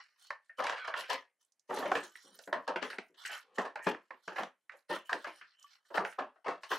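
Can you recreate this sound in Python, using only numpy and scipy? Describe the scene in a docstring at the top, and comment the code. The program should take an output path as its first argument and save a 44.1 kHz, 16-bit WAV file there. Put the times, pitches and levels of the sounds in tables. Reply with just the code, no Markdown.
"""Fittings knock against a hollow plastic kayak as gloved hands work on it, close by in a quiet garage.
Each knock makes the hull, the deck and the fitting ring. Wire and gloves drag over the plastic, sticking
and slipping, and shake the same parts. Wire drawn through a fitting rasps with a gliding pitch, wire ends
click and a loose fitting pings. Sleeves and gloves rustle with each move of the arms."""
import sys
import numpy as np
from scipy import signal
from scipy.fft import rfft, irfft
from scipy.io import wavfile
from scipy.ndimage import uniform_filter1d

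SR = 44100
rng = np.random.default_rng(int(sys.argv[2]) if len(sys.argv) > 2 else 0)


def store_pcm(level_fs):
    """Save levels as 16-bit WAV."""
    pcm = np.round(np.clip(level_fs, -1, 1) * 32767).astype(np.int16)
    wavfile.write(sys.argv[1], SR, np.atleast_2d(pcm).T)


N = 298998

# Levels in the tables are relative. A fade time (t60) is the time a sound takes to drop by 60 dB.
# tone of the still garage air: (frequency [Hz], level [dB])
AIR_SPECTRUM = [(18, -54.5), (30, -22), (629, -1.5), (1340, -9), (1650, -7.5), (2030, -5.5), (3980, -19.5),
                (4780, -17), (9890, -10), (15000, -28)]
# moves of the arms: (start [s], length [s], sleeve swish [dB], glove hiss [dB])
ARM_MOVES = [(-0.03, 0.031, -50, -94), (0.043, 0.16, -78.5, -92), (0.173, 0.098, -68.5, -68),
             (0.407, 0.094, -88.5, -89), (0.563, 0.033, -54.5, -65), (0.95, 0.058, -47, -55),
             (1.073, 0.074, -47.5, -60.5), (1.387, 0.039, -81, -76.5), (1.672, 0.42, -65.5, -64.5),
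             (1.721, 0.066, -49.5, -55.5), (1.938, 0.038, -50.5, -58.5), (2.006, 0.041, -52, -57.5),
             (2.094, 0.27, -68, -74), (2.128, 0.035, -78, -62.5), (2.207, 0.073, -68.5, -69.5),
             (2.322, 0.03, -66, -62), (2.395, 0.076, -77, -64.5), (2.52, 0.13, -75, -86),
             (2.826, 0.11, -64.5, -65), (3.005, 0.083, -99, -83), (3.162, 0.077, -57, -70),
             (3.238, 0.022, -48, -49.5), (3.291, 0.091, -52, -60), (3.537, 0.075, -60, -62),
             (3.814, 0.081, -90.5, -62), (3.992, 0.24, -85, -91.5), (4.212, 0.23, -69.5, -77),
             (4.339, 0.066, -71.5, -63.5), (4.737, 0.061, -88, -80), (4.88, 0.085, -49.5, -59),
             (5.038, 0.35, -64, -72.5), (5.39, 0.2, -71, -92), (5.568, 0.19, -66, -78.5),
             (5.926, 0.052, -56, -61.5), (5.834, 0.1, -75, -80), (6.034, 0.084, -74, -65.5),
             (6.599, 0.18, -72, -74), (6.683, 0.12, -49, -57)]
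# modes (pitches at which a thing rings) of sleeves and gloves: (pitch [Hz], width [Hz], level [dB])
SLEEVE_MODES = [(1100, 950, -6.5), (1840, 790, -4.5), (3020, 160, -2), (4100, 720, -8), (5680, 490, -12)]
GLOVE_MODES = [(5670, 1500, 1), (7660, 1900, 1), (9300, 1400, 2), (10400, 2500, -1), (13400, 3600, -8.5)]
# pings of a loose fitting: (time [s], level [dB], pitch [Hz], fade time [s])
FITTING_PINGS = [(0.305, -43, 1790, .22), (0.495, -42.5, 1820, .1), (2.154, -50, 1950, .13),
                 (5.643, -47, 1150, .09), (5.851, -63, 1780, .06)]
# clicks of wire ends and small plastic parts: (time [s], level [dB], pitch [Hz])
WIRE_CLICKS = [(0.0375, -63.5, 4960), (0.6399, -37, 4840), (0.6657, -40, 4060), (0.844, -59, 4000),
               (0.8746, -46.5, 4620), (1.0989, -33.5, 4420), (1.1307, -34, 4680), (1.4267, -66.5, 7900),
               (1.4483, -64.5, 8180), (1.5207, -65, 6020), (1.5946, -62.5, 5950), (1.9844, -48, 4800),
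               (2.389, -43, 4900), (2.6775, -39.5, 4650), (2.762, -51, 4320), (3.6526, -53.5, 4010),
               (3.756, -47, 4100), (3.8886, -39, 4140), (4.276, -54.5, 5860), (5.243, -47, 4670),
               (5.3587, -55, 9790), (5.5958, -58.5, 7070), (5.6264, -51.5, 5900)]
# wire drawn through a fitting: (start [s], length [s], level [dB], lower pitch at start [Hz],
# lower pitch at end [Hz], upper pitch at start [Hz], upper pitch at end [Hz], upper against lower [dB])
WIRE_PULLS = [(0.2, 0.09, -66, 3000, 3100, 4200, 4450, 7),
              (0.775, 0.085, -45.5, 1660, 1300, 2380, 2200, -7),
              (0.765, 0.1, -58, 3400, 3150, 4400, 3950, -3), (0.882, 0.11, -50, 1620, 1430, 2300, 2050, -8),
              (2.12, 0.18, -67, 5500, 5700, 7000, 7300, -3),
              (3.258, 0.099, -49, 1800, 1400, 2600, 2130, -7),
              (3.78, 0.07, -51, 1750, 1850, 2300, 2300, -10)]
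# modes of the four parts (hull, deck, fitting, ticking contact point): (pitch [Hz], width [Hz], level [dB])
HULL_MODES = [(105, 66, -20.5), (185.2, 18.7, -3), (258, 66, -2.5), (297.3, 53.6, -0.5), (362, 58, 3),
              (423, 110, 3), (502, 120, -1.5)]
DECK_MODES = [(534, 120, -1.5), (634.5, 130, 1), (719.3, 155, -2), (903, 149, -2.5), (1038, 138, 0.5),
              (1232, 320, -7)]
FITTING_MODES = [(1300, 270, -2.5), (1603, 170, 4), (1805, 201, 4.5), (2080, 486, -0.5), (2655, 730, -3)]
TICK_MODES = [(2800, 520, 3), (3390, 1990, 1), (3880, 1290, 1.5), (5840, 140, -19), (7900, 1400, -24),
              (10600, 10000, -33)]
# the range each part sends into the air: (low edge [Hz], high edge [Hz])
PART_BANDS = [(178, 850), (480, 1700), (1150, 5150), (2500, 8770)]
# how strongly each part is driven: (in a knock [dB], in a stroke [dB])
PART_DRIVE = [(2.5, -1.5), (4, 0.5), (5, -2.5), (-2, -4)]
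# how much each part's level follows a contact: (weight [share], hardness [share], sharpness [share])
PART_SHARES = [(1, 0, 0), (0, 0, 0), (0, 1, 0), (0, 1, 1)]
# where each part sits between the ears: (left minus right [dB], stereo width as side against mid [dB])
PART_PLACES = [(1, -18), (0.5, -12.5), (-0.5, -9.5), (-2, -10.5)]
# fade time of a knock's echoes: (hull [s], deck [s], fitting [s], tick [s])
ECHO_FADE_S = [0.16, 0.18, 0.22, 0.16]
# extra echo in a knock: (hull [dB], deck [dB], fitting [dB], tick [dB])
EXTRA_ECHO_DB = [5.2, 13, 5, 11]
# how fast a stroke dies away: (hull [dB/s], deck [dB/s], fitting [dB/s], tick [dB/s])
STROKE_FADE_DB_PER_S = [318, 310, 273, 312]
# wire and gloves dragging on the plastic:
# (start [s], length [s], level [dB], weight on the hull [dB], hardness [dB], change of pressure [dB])
DRAG_STROKES = [(0.579, 0.07, -37, -17.5, -6, -7), (0.623, 0.12, -46.5, -19.5, 2.5, 1),
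                (0.763, 0.0083, -47, -37, 6, -2), (0.837, 0.0097, -55, -32, 10.5, -10),
                (0.954, 0.044, -45.5, -16, 2, 1.5), (1.028, 0.017, -65, -10.5, 19.5, 0),
                (1.086, 0.062, -40.5, -12.5, 0.5, 2.5), (1.687, 0.31, -45.5, -1.5, -8, -6),
                (1.847, 0.048, -39, -4.5, -7, -9), (2.01, 0.041, -64.5, 7, -6, 3),
                (2.236, 0.16, -92, 23, -1, -10), (2.527, 0.066, -44, -8, -34, -3.5),
                (2.667, 0.0071, -34, -28, -5, -27), (2.673, 0.068, -41, -29, -16, -11),
                (2.811, 0.046, -48.5, 4, 5.5, 0.5), (2.889, 0.058, -64, -3, -35, 13),
                (3.088, 0.046, -87, 17, -26, -8), (3.288, 0.05, -54, -14, 9.5, 0),
                (3.425, 0.28, -70, -5.5, -5, 15), (3.571, 0.035, -38, -7, -12, 2.5),
                (3.643, 0.031, -45, 0.5, -1, -20), (3.834, 0.051, -67.5, -7.5, 13, 3),
                (3.858, 0.022, -34.5, 1, -2, 4), (3.889, 0.035, -50.5, 4, -13, 3),
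                (4.132, 0.022, -66.5, 1, -3, -8), (4.394, 0.032, -44.5, 0.5, -6, -10),
                (4.89, 0.038, -38.5, -3, -1.5, 4.5), (5.114, 0.04, -50, 1, -8, 8),
                (5.263, 0.013, -37, -7, -2, -14), (5.94, 0.036, -37.5, -7, -2.5, 3.5),
                (5.98, 0.044, -39, -2, -19, 2.5), (6.181, 0.019, -29.5, -37, -13, -23),
                (6.196, 0.027, -43.5, -6, -15, 7), (6.44, 0.035, -61, -26, -1, 5),
                (6.454, 0.068, -39, -6, -6.5, -4.5), (6.7, 0.035, -38, -9, -3, 4)]
# fittings hitting the boat: (time [s], level [dB], weight on the hull [dB], hardness [dB], sharpness [dB],
# echo level [dB], deck pitch [Hz], fitting pitch [Hz], left minus right [dB])
HULL_KNOCKS = [(0.304, -44.5, -29, -0.5, -8.5, -12.5, 946, 1800, -0.5),
               (0.496, -78, -33.5, 13.5, -17, -4.5, 820, 1840, 4),
               (0.602, -43, -9, -11.5, 1.5, -16, 1030, 1500, 10),
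               (0.643, -39, -18, -11, 1, -9, 1030, 1510, -2),
               (0.667, -43.5, -26, 1, -0.5, -9, 810, 1770, -0.5),
               (0.695, -41, -15, -0.5, -3, -8.5, 1050, 1900, -1.5),
               (0.72, -45, -29, -2.5, -3.5, 2, 1050, 1480, 0),
               (0.779, -59, -31, 6, -6.5, -6, 970, 1500, -4),
               (0.846, -54, -23, 1, -6, -5.5, 1050, 1450, -1),
               (0.877, -42, -24, -4.5, -0.5, 0, 610, 1400, -0.5),
               (0.939, -43, -24, 2.5, -15, -7, 1060, 1610, -2.5),
               (1.099, -41, -24.5, -4, 5.5, 10.5, 903, 1800, 8),
               (1.706, -41, -2.5, -9.5, -14, 6.5, 680, 1430, -2),
               (1.772, -47, 3.5, -5, 3.5, -7, 810, 1890, -1.5),
               (1.8, -46, -9, -7.5, -12, -3, 750, 1500, -3),
               (1.825, -41.5, -12, -8, -3.5, -5, 696, 1600, -2),
               (1.857, -46.5, -8.5, -3.5, -4, -6.5, 896, 1484, -1),
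               (1.916, -34, -10, -5, -8.5, -10, 695, 1700, -1.5),
               (1.9189, -38, -6, -14, -11, -25, 1100, 1500, -1),
               (1.952, -39, 1.5, 1.5, -9, -2, 600, 1487, -1),
               (2.154, -83.5, 2, 25.5, -4, -8, 921, 1890, -3), (2.391, -63, -20, -1, 1, -8, 620, 1580, -4),
               (2.474, -52, -1, -4.5, -14, -3, 630, 1600, 0.5),
               (2.527, -36, -9.5, -3.5, -4.5, -9.5, 705, 1400, -1),
               (2.543, -43.5, -16, -3.5, -16, -5, 790, 1460, 3.5),
               (2.677, -38.5, -7.5, -5.5, -3, -2, 960, 1480, -0.5),
               (2.697, -43, -9.5, -22, -48, 1.5, 850, 1590, 0),
               (2.759, -41, -0.5, -1, -2.5, -6, 680, 2050, -0.5),
               (2.826, -50.5, -2, 1, 0.5, -10.5, 830, 2110, 14),
               (2.9, -64, 2, 15, -0.5, -0.5, 650, 1710, -1.5), (2.929, -61, -9, 9.5, -14, -9, 745, 1930, 2),
               (2.984, -53.5, 5.5, 7.5, -3, -13.5, 740, 2420, 0),
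               (3.142, -84, 5.5, 5.5, 9, 4, 870, 1840, 4),
               (3.25, -75.5, 2.5, 29.5, 1.5, -4, 1130, 2000, 1.5),
               (3.583, -39, 1, -1.5, -6, -7, 940, 1300, -0.5),
               (3.597, -43, -12, -6, -22, -16, 805, 1310, -1),
               (3.652, -45.5, -18, -6, -6, -1.5, 810, 1590, -1.5),
               (3.757, -45, -26, -4, -11.5, -5.5, 1100, 1390, -2.5),
               (3.791, -58, -8, 3, -19, -10.5, 1100, 1750, 1), (3.869, -39.5, 1, -1, -5, -13, 715, 1580, 8),
               (3.947, -56, 1, 4.5, -15.5, -13.5, 950, 1540, -2),
               (4.106, -51.5, -13.5, -2, -15, -10.5, 900, 2060, -4),
               (4.278, -48.5, -1.5, 2, -3.5, -8, 1220, 1460, 0),
               (4.319, -55, -2.5, -1.5, -5, -1.5, 835, 1570, -1),
               (4.358, -48.5, -16, 3, -8.5, 19, 970, 1610, -1),
               (4.382, -39, -16.5, -3.5, -8.5, -3, 740, 1510, -1),
               (4.433, -47, -7, -5, 3.5, -14, 800, 2110, 0.5),
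               (4.694, -70.5, -18, 18, -17, -11, 1080, 2040, -4),
               (4.719, -71, -16, 8.5, -7.5, -2.5, 997, 2000, -2.5),
               (4.736, -62.5, -7.5, -10, -6, 6, 752, 1940, 0),
               (4.962, -50, -7, -2, -5, -10.5, 864, 1700, -0.5),
               (5.093, -43, -46, -0.5, -9.5, -3, 1160, 1540, 0.5),
               (5.118, -44, -20, -8, -12.5, 12, 1100, 1510, 0),
               (5.129, -42.5, -25, 6, -8, -13.5, 740, 1720, -1.5),
               (5.243, -49, -32.5, 2.5, -8.5, 0, 1175, 1440, 1.5),
               (5.41, -73, -8, 17, -6, 7, 1134, 1880, 1.5),
               (5.902, -53, -7.5, -14.5, -3, 15, 617, 1560, -2.5),
               (5.942, -49.5, -18, -6.5, 4, -5, 900, 1600, 17.5),
               (5.978, -32.5, -12, -7.5, -6.5, -13.5, 770, 1670, -0.5),
               (6.048, -45.5, -21, 3, -11, -6.5, 870, 1860, -1.5),
               (6.124, -81, -23, 21.5, -9, -7, 900, 2120, -5),
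               (6.187, -43.5, -11, -2.5, -10.5, 13, 865, 1590, -0.5),
               (6.356, -71.5, -10, -2, -12, 8, 724, 1390, 3.5),
               (6.444, -55, -16, -7.5, 1.5, 2, 806, 1580, 2), (6.481, -39.5, -5, -6, -7, -7, 734, 1570, 0),
               (6.633, -53, -19, -2.5, 6, -6, 1060, 1470, 2.5),
               (6.715, -39, -7.5, -0.5, -7, -5, 1030, 1570, 0.5)]

RING_OUT_S = .3   # time allowed for a sound to die away
MOVE_ATTACK_S, PING_ATTACK_S, STROKE_ATTACK_S = 0.026, 0.0013, .012   # time to swell up
FOLD_S, FOLD_SHIFT_DB = .05, 5   # how often moving cloth meets new echoes; how far folds shift its tone
SNAPS_PER_S, SNAP_DB, SNAP_SPREAD_DB, SNAP_CYCLES = 110, -2, 4.5, 12
WIRE_WIDTHS_HZ = (170, 300)   # lower and upper mode
ROLL_S, ROLL_SHARE = (.00023, .00061, .0011), .45   # loop delays; share passed round again
DEEP_HZ, DEPTH_PER_WEIGHT, EVEN_WEIGHT_DB = 400, .5, -2   # lighter contacts lose the modes below DEEP_HZ
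STROKE_SHARPNESS_DB, SHARPNESS_PER_HARDNESS = -10.5, 0.069
CONTACT_S, SHARPNESS_DB_PER_HALVING = .00007, 27   # a sharper contact is shorter
BLOW_S = .02   # a knock's level counts all its energy as if packed into this time


def from_db(db):
    """Turn decibels into a gain to multiply by."""
    return 10 ** (np.asarray(db) / 20)


def rms_one(x):
    """Scale a sound to an average power of 1."""
    return x / np.sqrt(np.mean(x ** 2) + 1e-20)


def to_ears(mid_side, pan_db):
    """Turn mid (what both ears share) and side (how they differ) into left and right."""
    mid, side = mid_side
    return np.array([mid + side, mid - side]) * from_db([[pan_db / 2], [-pan_db / 2]])


def wavering(depth_db, rate, size=N):
    """A gain that wanders by chance, reaching a new value `rate` times a second."""
    targets = from_db(depth_db * rng.standard_normal(int(size / SR * rate) + 2))
    return np.interp(np.arange(size) / SR * rate, np.arange(len(targets)), targets)


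def steady(mid_side, window_s):
    """Even out the loudness of a texture but keep its fast grain."""
    power = uniform_filter1d(mid_side[0] ** 2, max(int(window_s * SR), 64))
    return mid_side / np.sqrt(np.maximum(power, 0) + 1e-3 * np.mean(power))


def during(start_s, length_s):
    """The samples that cover a movement and its dying away."""
    return np.arange(max(int(start_s * SR), 0), min(int((start_s + length_s + RING_OUT_S) * SR), N))


def gesture(t, length_s, level_db, change_db, attack_s, fade_db_per_s):
    """Gain of one movement: it rises, holds while the pressure changes evenly, then dies away."""
    held_db = level_db + change_db * (np.clip(t / length_s, 0, 1) - .5)
    faded_db = fade_db_per_s * np.maximum(t - length_s, 0)
    return np.clip(t / attack_s, 0, 1) ** 2 * from_db(held_db - faded_db)


def gestures(rows, attack_s, fade_db_per_s):
    """Joint gain of several movements, each given as (start [s], length [s], level [dB])."""
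    power = np.zeros(N)
    for start_s, length_s, level_db in rows:
        now = during(start_s, length_s)
        power[now] += gesture(now / SR - start_s, length_s, level_db, 0, attack_s, fade_db_per_s) ** 2
    return np.sqrt(power)


def slips(per_s, spread_db, smooth_db, size=N):
    """Friction: tiny catches of uneven size on top of smooth sliding."""
    sizes = from_db(spread_db * np.minimum(rng.exponential(1, size), 4)) * rng.choice([-1, 1], size)
    catches = rms_one(sizes * (rng.random(size) < per_s / SR))
    return catches + from_db(smooth_db) * rng.standard_normal(size)


def radiate(x, band_hz):
    """A part sends out little sound outside its own range of pitches."""
    return signal.sosfilt(signal.butter(2, band_hz, "band", fs=SR, output="sos"), x)


def resonate(x, modes, band_hz, wander_db=0):
    """Ring all modes and add them with alternating signs; a moving contact drives each one unevenly."""
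    out = 0
    for k, (hz, width, db) in enumerate(modes):
        r = np.exp(-np.pi * width / SR)   # share of the ring left after one sample
        poles = [1, -2 * r * np.cos(2 * np.pi * hz / SR), r * r]
        gain = (-1) ** k * from_db(db) * (1 - r * r) / 2
        drive = x * wavering(wander_db, rate=18, size=x.shape[-1]) if wander_db else x
        out = out + signal.lfilter([gain, 0, -gain], poles, drive + 1e-18)
    return radiate(out, band_hz)


def reflections(t60, tail_db, side_db, build_s=0.00027):
    """One direct tap, then a tail of dense echoes from hull and garage, as mid and side."""
    t = np.arange(int(t60 * SR)) / SR
    noise = rng.standard_normal((2, SR // 3))[:, :len(t)]
    tail = noise * np.exp(-np.log(1000) * t / t60) * (1 - np.exp(-t / build_s))
    tail *= from_db(tail_db) / np.sqrt(np.sum(tail[0] ** 2))
    tail[0, 0] += 1   # the direct tap
    return tail * from_db([[0], [side_db]])


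def echoed(x, t60, tail_db, side_db):
    """A sound together with its echoes, as mid and side."""
    return signal.oaconvolve(x[None], reflections(t60, tail_db, side_db), axes=1)[:, :len(x)]


def garage_air():
    """Still air: a very faint, even noise."""
    hz, db = np.transpose(AIR_SPECTRUM)
    all_hz = np.arange(N // 2 + 1) * SR / N
    shape = from_db(np.interp(np.log(all_hz + 1), np.log(hz), db))
    noise = rms_one(irfft(rfft(rng.standard_normal((2, N))) * shape, N))
    return from_db(-94) * to_ears(noise * from_db([[0], [-8]]), pan_db=0)


def moving_echoes(x, t60, tail_db, side_db, count=5):
    """A moving source meets several sets of echoes in turn, so no one pitch stands out for long."""
    turn = (np.arange(N) / SR / FOLD_S).astype(int) % count
    return sum(echoed(x * (turn == k), t60, tail_db, side_db) for k in range(count))


def cloth(modes, band_hz, crackle_db, flutter_db, side_db):
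    """Fibres snag and slide past each other; moving folds shift the tone, nearby surfaces add echoes."""
    fibres = slips(per_s=330, spread_db=crackle_db, smooth_db=-0.5) * wavering(flutter_db, rate=240)
    heard = moving_echoes(fibres, t60=0.048, tail_db=2.0, side_db=side_db)
    rustle = resonate(heard, modes, band_hz, wander_db=FOLD_SHIFT_DB)
    return to_ears(steady(rustle, window_s=0.026), pan_db=-1.5)


def crinkle():
    """Creases in glove and insulation snap one by one, each ringing briefly at a high pitch."""
    pitches = np.geomspace(3500, 13500, num=12)
    sizes = from_db(SNAP_SPREAD_DB * np.minimum(rng.exponential(1, N), 3))
    snaps = sizes * (rng.random(N) < SNAPS_PER_S / SR)
    chosen_pitch = rng.integers(0, len(pitches), N)
    rings = 0
    for k, hz in enumerate(pitches):
        r = from_db(-60 * hz / (SNAP_CYCLES * SR))   # fades by 60 dB in SNAP_CYCLES swings
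        poles = [1, -2 * r * np.cos(2 * np.pi * hz / SR), r * r]
        rings = rings + signal.lfilter([1, 0, -1], poles, snaps * (chosen_pitch == k) + 1e-18)
    return rms_one(to_ears(echoed(rings, t60=0.052, tail_db=2.0, side_db=-12.0), pan_db=-4.5))


def sleeves_and_gloves():
    """Each move of an arm makes a dull swish of the sleeve and a fine, crinkling hiss of glove and cuff."""
    moves = np.array(ARM_MOVES)
    swish_gain = gestures(moves[:, [0, 1, 2]], MOVE_ATTACK_S, fade_db_per_s=311)
    hiss_gain = gestures(moves[:, [0, 1, 3]], MOVE_ATTACK_S, fade_db_per_s=386.5)
    # the arms are never quite still, so a little rustle always remains
    swish_gain = np.hypot(swish_gain, from_db(-99)) * from_db(-0.5)
    hiss_gain = np.hypot(hiss_gain, from_db(-103)) * from_db(-2.5)
    grip = wavering(2.0, rate=40)
    swish = cloth(SLEEVE_MODES, (750, 7000), crackle_db=4.0, flutter_db=3.0, side_db=-6.0)
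    hiss = cloth(GLOVE_MODES, (5000, 15500), crackle_db=2.5, flutter_db=5.0, side_db=-7.0)
    hiss += from_db(SNAP_DB) * crinkle()
    return grip * (swish_gain * swish + hiss_gain * hiss)


def fitting_pings():
    """A soft touch rings a single mode of a loose fitting."""
    out = np.zeros(N)
    for s, level_db, hz, t60 in FITTING_PINGS:
        now = during(s, 0)
        t = np.maximum(now / SR - s, 0)
        rise = 1 - np.exp(-t / PING_ATTACK_S)
        out[now] += from_db(level_db - 60 * t / t60) * rise * np.sin(2 * np.pi * hz * t)
    return out


def rolled(x):
    """A rounded piece rolls as it lands: short delay loops spread its click in time and keep its tone."""
    for delay_s in ROLL_S:
        loop = np.zeros(int(delay_s * SR) + 1)
        loop[0], loop[-1] = 1, ROLL_SHARE
        x = signal.lfilter(loop[::-1], loop, x)
    return x


def wire_clicks():
    """A wire end flicks against plastic: one broad, high mode and faint echoes."""
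    out = np.zeros((2, N + SR))
    for s, level_db, hz in WIRE_CLICKS:
        flick = rolled(reflections(t60=0.098, tail_db=-5.5, side_db=-9.5))
        ring = resonate(flick, modes=[(hz, 1600, 0)], band_hz=(3000, 11000))
        ring /= np.abs(ring[0]).max()
        at = int(s * SR)
        out[:, at:at + ring.shape[1]] += from_db(level_db + 2) * to_ears(ring, pan_db=-4.5)
    return out[:, :N]


def gliding(x, hz, width_hz):
    """One mode with a moving pitch: shift that pitch down to zero, smooth the sound, shift it back."""
    turn = np.exp(2j * np.pi * np.cumsum(hz) / SR)
    r = np.exp(-np.pi * width_hz / SR)
    return np.real(turn * signal.lfilter([(1 - r) ** 2], [1, -2 * r, r * r], x / turn))


def wire_pulls():
    """Friction rings the drawn wire; its two modes glide as the free length changes."""
    friction = slips(per_s=800, spread_db=1.5, smooth_db=3)
    heard = echoed(friction, t60=0.19, tail_db=-0.5, side_db=-11.0)
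    out = np.zeros((2, N))
    for s, length_s, level_db, low_start, low_end, high_start, high_end, upper_db in WIRE_PULLS:
        now = during(s, length_s)
        lower_hz = np.interp(now / SR, (s, s + length_s), (low_start, low_end))
        upper_hz = np.interp(now / SR, (s, s + length_s), (high_start, high_end))
        lower = steady(gliding(heard[:, now], lower_hz, WIRE_WIDTHS_HZ[0]), window_s=0.024)
        upper = steady(gliding(heard[:, now], upper_hz, WIRE_WIDTHS_HZ[1]), window_s=0.024)
        force = gesture(now / SR - s, length_s, level_db, change_db=0, attack_s=.035, fade_db_per_s=290)
        out[:, now] += force * (lower + from_db(upper_db) * upper) / np.hypot(1, from_db(upper_db))
    return to_ears(radiate(out, band_hz=(850, 5200)), pan_db=-3.0)


def boat_thump(contacts):
    """Every contact also pushes the whole boat, which adds a weak, deep thump."""
    noise = to_ears(rng.standard_normal((2, N)) * from_db([[0], [-10]]), pan_db=0)
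    return from_db(-19.0) * radiate(np.abs(contacts[0]) * noise, band_hz=(20, 125))


def hull_under(weight_db):
    """The heavier the contact, the more the deep modes of the hull sound."""
    db_per_octave = DEPTH_PER_WEIGHT * np.clip(weight_db - EVEN_WEIGHT_DB, -14, 2)
    return [(hz, width, db + db_per_octave * max(np.log2(DEEP_HZ / hz), 0))
            for hz, width, db in HULL_MODES]


def part_db(part, level_db, weight_db, hardness_db, sharpness_db):
    """A heavy contact reaches into the hull, a hard one rings the fitting, a sharp one adds a tick."""
    return level_db + np.dot(PART_SHARES[part], (weight_db, hardness_db, sharpness_db))


def drag_strokes():
    """Wire and gloves catch and slip on the plastic; every stroke shakes all four parts."""
    out = np.zeros((2, N))
    for s, length_s, level_db, weight_db, hardness_db, change_db in DRAG_STROKES:
        now = during(s, length_s)
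        friction = slips(per_s=870, spread_db=4.0, smooth_db=-8.0, size=len(now))
        sharpness_db = STROKE_SHARPNESS_DB + SHARPNESS_PER_HARDNESS * hardness_db
        for k, modes in enumerate((hull_under(weight_db), DECK_MODES, FITTING_MODES, TICK_MODES)):
            part_pan_db, side_db = PART_PLACES[k]
            db = part_db(k, level_db, weight_db, hardness_db, sharpness_db) + PART_DRIVE[k][1]
            force = gesture(now / SR - s, length_s, db, change_db, STROKE_ATTACK_S,
                            STROKE_FADE_DB_PER_S[k])
            shaken = echoed(friction, t60=0.077, tail_db=0.5, side_db=side_db)
            rub = resonate(shaken, modes, PART_BANDS[k], wander_db=3.0)
            out[:, now] += force * to_ears(steady(rub, window_s=0.03), part_pan_db + .5)
    return out


def struck_at(modes, pitch_hz=None, focus_db_per_octave=9, scatter_db=3.0, detune_octaves=.05):
    """The spot hit favours modes near its pitch; a hand on the plastic detunes them, and levels vary."""
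    hz, width, db = np.transpose(modes)
    octaves_away = np.abs(np.log2(hz / pitch_hz)) if pitch_hz else 0
    louder, higher = rng.standard_normal((2, len(hz)))
    struck_db = db - focus_db_per_octave * octaves_away + scatter_db * louder
    return zip(hz * 2 ** (detune_octaves * higher), width, struck_db)


def cushioned(x, sharpness_db):
    """A blunt contact lasts longer, which smooths the blow and makes it duller."""
    contact_s = CONTACT_S * 2 ** (-sharpness_db / SHARPNESS_DB_PER_HALVING)
    r = np.exp(-1 / (SR * contact_s))
    return signal.lfilter([(1 - r) ** 2], [1, -2 * r, r * r], x)


def hull_knocks(lead_s=.0003):
    """Each blow rings hull, deck, fitting and contact point, then dies away in the boat and the garage."""
    out = np.zeros((2, N + SR))
    for (s, level_db, weight_db, hardness_db, sharpness_db,
         echo_db, deck_hz, fitting_hz, pan_db) in HULL_KNOCKS:
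        at = int((s - lead_s) * SR)
        parts = {"hull": struck_at(hull_under(weight_db), detune_octaves=0),
                 "deck": struck_at(DECK_MODES, deck_hz),
                 "fitting": struck_at(FITTING_MODES, fitting_hz),
                 "tick": struck_at(TICK_MODES, scatter_db=2.0)}
        for k, (name, modes) in enumerate(parts.items()):
            part_pan_db, side_db = PART_PLACES[k]
            blow = reflections(ECHO_FADE_S[k], echo_db + EXTRA_ECHO_DB[k], side_db)
            if name != "tick":
                blow = cushioned(blow, sharpness_db)
            if name in ("fitting", "tick"):
                blow = rolled(blow)
            ring = resonate(blow, modes, PART_BANDS[k])
            ring /= np.sqrt(np.sum(ring[0] ** 2) / (BLOW_S * SR))
            db = part_db(k, level_db, weight_db, hardness_db, sharpness_db) + PART_DRIVE[k][0]
            out[:, at:at + ring.shape[1]] += from_db(db) * to_ears(ring, part_pan_db + pan_db)
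    return out[:, :N]


def scene():
    """Knocks and strokes on the boat, with the smaller sounds and the air around them."""
    contacts = hull_knocks() + drag_strokes()
    boat = contacts + boat_thump(contacts)
    return boat + sleeves_and_gloves() + garage_air() + wire_pulls() + fitting_pings() + wire_clicks()


def record(dry, cutoff_hz=15800):
    """The very highest treble is cut off steeply."""
    return signal.sosfilt(signal.ellip(10, .2, 70, cutoff_hz, fs=SR, output="sos"), dry)


dry = scene()
out = record(dry)
store_pcm(out)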